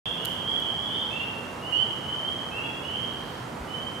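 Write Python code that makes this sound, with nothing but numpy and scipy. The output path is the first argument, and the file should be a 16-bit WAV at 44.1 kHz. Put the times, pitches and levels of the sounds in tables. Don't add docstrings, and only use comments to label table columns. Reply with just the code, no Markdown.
import sys
import numpy as np
from scipy import signal
from scipy.fft import rfft, irfft
from scipy.io import wavfile
from scipy.ndimage import uniform_filter1d

SR = 44100
rng = np.random.default_rng(int(sys.argv[2]) if len(sys.argv) > 2 else 0)


def transcribe(u):
    v = np.clip(np.atleast_2d(u).T, -1, 1)
    q = np.round(v * 32767).astype(np.int16)
    wavfile.write(sys.argv[1], SR, q)


N = 176400
HZ = np.fft.rfftfreq(N, 1 / SR)

# frequency in Hz, relative spectral level in dB.
AIR_SPECTRUM = [(25, -23), (45, -13), (70, -3), (140, 1), (200, -1.5), (320, -3), (520, -4), (740, -5),
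                (950, -4), (1400, -8.5), (2300, -16), (3800, -23), (4700, -25), (6000, -27), (9500, -31.5),
                (13000, -37), (15500, -43)]
# frequency in Hz, correlation.
AIR_CORRELATION = [(30, 0.48), (110, 0.99), (260, 0.81), (600, 0.48), (1300, 0.35), (4000, 0.51),
                   (12000, 0.64)]
# frequency in Hz, pan in dB (always left minus right).
AIR_PAN = [(60, -2), (280, -1.5), (700, -5), (1400, -5), (4400, -1.5), (9000, -0.5)]
# frequency in Hz, level in dB.
HUM_TONES = [(240, -52), (488, -58)]
# start and length in seconds, first and last pitch in Hz, level and pan in dB.
FAR_PEEPS = [(-.29, 0.14, 2590, 2853, -29.5, 0), (-.13, 0.12, 3040, 3317, -27, -3),
             (-.04, .11, 3246, 3510, -32, -8), (0.176, 0.17, 2810, 3305, -31.5, -6),
             (0.438, 0.082, 3072, 3390, -24, -5.5), (.595, 0.14, 2930, 3265, -30, -5.5),
             (0.762, .09, 3150, 3428, -31, -5), (0.882, 0.12, 2950, 3302, -28.5, -3.5),
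             (.885, 0.088, 3490, 3550, -37, -2), (1.104, 0.11, 2595, 2842, -30.5, -2),
             (1.615, 0.19, 2825, 3258, -33, -4), (2.03, .145, 2916, 3192, -31, -1),
             (2.214, 0.091, 2988, 3272, -30, -3.5), (2.51, .10, 2572, 2845, -31.5, -2.5),
             (2.629, 0.045, 3245, 3393, -34.5, -2.5), (2.828, 0.19, 2837, 3260, -31, -5.5),
             (3.674, 0.153, 2948, 3172, -34, -6.5)]
# start and length in seconds, first and last pitch in Hz.
CLOSE_PEEP = (1.723, .119, 2825, 3112)
# multiple of the pitch, relative level in dB.
PEEP_PARTIALS = [(1.5, -33), (2, -42)]
# start and length in seconds, centre in Hz, width in octaves, level in dB.
SOFT_RUSTLES = [(0.17, 0.28, 6600, 1, -53), (3.16, .28, 13400, .03, -65), (3.02, 0.59, 4100, 0.27, -55)]
# start and length in seconds, centre in Hz, level in dB.
LOW_BUMPS = [(.2, 0.13, 139, -39), (1.87, 0.079, 312, -41.5), (3.17, .09, 56, -47),
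             (3.35, 0.14, 119, -39.5), (3.585, 0.071, 62, -40)]
# start in seconds, level in dB, pan in dB.
LEAF_TICKS = [(.251, -19, -11), (.2562, -13, -8), (.5664, -41, -3), (.602, -31, -2.5)]
# frequency in Hz, relative level in dB.
TICK_SPECTRUM = [(500, -22), (2500, -6), (4100, -0.5), (5000, -12), (7500, -8.5), (9200, -3), (10800, -3.5),
                 (12100, 2.5), (13200, -10), (15500, -13.5)]

WOOD_T60_S, GROUND_T60_S = 1.23, 0.22
TICK_T60_S, LITTER_T60_S = 0.83, 0.0044


def amp(db):
    return 10 ** (np.asarray(db) / 20)


def unit(x):
    return x / np.sqrt(np.mean(x ** 2) + 1e-20)


def curve(points, hz):
    f, value = np.transpose(points)
    return np.interp(np.log(hz + 1), np.log(f + 1), value)


def pan(db):
    return unit(amp([[db / 2], [-db / 2]]))


def add(mix, start_s, sound):
    part = mix[:, max(round(start_s * SR), 0):][:, :sound.shape[1]]
    part += sound[:, :part.shape[1]]


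def noise(spectrum):
    return unit(irfft(spectrum * rfft(rng.standard_normal(N)), N))


def band_noise(hz, octaves):
    return noise(np.exp(-.5 * (np.log2((HZ + 1) / hz) / octaves) ** 2))


def night_air(level_db=-36.5, patch_db=0.44):
    grid = (N // 256 + 5, 513)
    drift = uniform_filter1d(rng.standard_normal(grid), size=14, axis=0)
    patches = unit(uniform_filter1d(drift, size=8, axis=1))
    spectra = rng.standard_normal((2, *grid)) + 1j * rng.standard_normal((2, *grid))
    spectra *= amp(patch_db * patches)
    _, hiss = signal.istft(spectra.transpose(0, 2, 1), nperseg=1024, noverlap=768)
    left, unrelated = rfft(hiss[:, :N])
    likeness = curve(AIR_CORRELATION, HZ)
    right = likeness * left + np.sqrt(1 - likeness ** 2) * unrelated
    pan_db = curve(AIR_PAN, HZ)
    pair = np.array([left * amp(pan_db / 2), right * amp(-pan_db / 2)])
    return amp(level_db) * unit(irfft(pair * amp(curve(AIR_SPECTRUM, HZ)), N))


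def hum(half_width_hz=7.7):
    return sum(amp(db) * noise(1 / (1 + ((HZ - hz) / half_width_hz) ** 2)) for hz, db in HUM_TONES)


def peep(length, first_hz, last_hz, attack_s=0.005, release_s=0.015, swell_db=3, bend=0.2885):
    t = np.arange(0, length, 1 / SR)
    progress = t / length
    rise = progress + bend * progress * (1 - progress)
    phase = 2 * np.pi * np.cumsum(first_hz + (last_hz - first_hz) * rise) / SR
    tone = np.sin(phase) + sum(amp(db) * np.sin(multiple * phase) for multiple, db in PEEP_PARTIALS)
    fades = np.minimum(t / attack_s, 1) * np.minimum((length - t) / release_s, 1)
    return unit(tone * fades * amp(swell_db * progress))


def scatter(sound, t60_s, build_s=0.01):
    t = np.arange(int(1.5 * SR)) / SR
    envelope = amp(-60 * t / t60_s) * (1 - np.exp(-t / build_s))
    reflections = rng.choice([-1., 1.], (2, len(t))) * envelope
    wet = signal.fftconvolve(sound[None], reflections, axes=1)
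    return wet * np.linalg.norm(sound) / np.linalg.norm(wet, axis=1, keepdims=True)


def far_frogs(direct_db=-10.5, lead_s=0.5):
    lead = round(lead_s * SR)
    out = np.zeros((2, lead + N))
    for start, length, first_hz, last_hz, db, pan_db in FAR_PEEPS:
        call = amp(db) * peep(length, first_hz, last_hz)
        add(out, lead_s + start, pan(pan_db) * amp(direct_db) * call)
        add(out, lead_s + start, pan(pan_db) * scatter(call, WOOD_T60_S))
    return out[:, lead:]


def near_frog(level_db=-24, wood_db=-5, ground_db=-6):
    out = np.zeros((2, N))
    start, length, first_hz, last_hz = CLOSE_PEEP
    call = amp(level_db) * peep(length, first_hz, last_hz)
    trunks = amp(wood_db) * scatter(call, WOOD_T60_S)
    ground = amp(ground_db) * scatter(call, GROUND_T60_S)
    add(out, start, pan(db=-38) * call)
    add(out, start, pan(db=-4.5) * (trunks + ground))
    return out


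def rustles():
    out = np.zeros((2, N))
    for start, length, hz, octaves, db in SOFT_RUSTLES:
        swell = np.hanning(round(length * SR))
        hiss = np.array([band_noise(hz, octaves), band_noise(hz, octaves)])
        add(out, start, amp(db) * swell * hiss[:, :len(swell)])
    return out


def bumps():
    out = np.zeros((2, N))
    for start, length, hz, db in LOW_BUMPS:
        swell = np.hanning(round(length * SR))
        thud = unit(band_noise(hz, octaves=0.23)[:len(swell)])
        add(out, start, pan(0) * amp(db) * swell * thud)
    return out


def click(spectrum):
    hz = abs(np.fft.fftfreq(1024, 1 / SR))
    log_gain = np.log(amp(curve(spectrum, hz)))
    pulse = np.fft.ifft(np.exp(np.conj(signal.hilbert(log_gain)))).real
    return pulse / abs(pulse).max()


def leaf_ticks(litter_db=1.5, wood_db=-10.5):
    out = np.zeros((2, N))
    for start, db, pan_db in LEAF_TICKS:
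        snap = amp(db) * click(TICK_SPECTRUM)
        rattle = amp(litter_db) * scatter(snap, LITTER_T60_S, build_s=0.0001)
        add(out, start, pan(pan_db) * snap)
        add(out, start, pan(pan_db) * rattle)
        add(out, start, amp(wood_db) * scatter(snap, TICK_T60_S))
    return out


def scene():
    return night_air() + hum() + far_frogs() + near_frog() + rustles() + bumps() + leaf_ticks()


def record(dry, silence_s=0.0565, cutoff_hz=15850):
    opened = dry * (np.arange(N) / SR > silence_s)
    lowpass = signal.firwin(511, cutoff_hz, window=("kaiser", 9), fs=SR)
    return signal.oaconvolve(opened, lowpass[None], "same")


dry = scene()
out = record(dry)
transcribe(out)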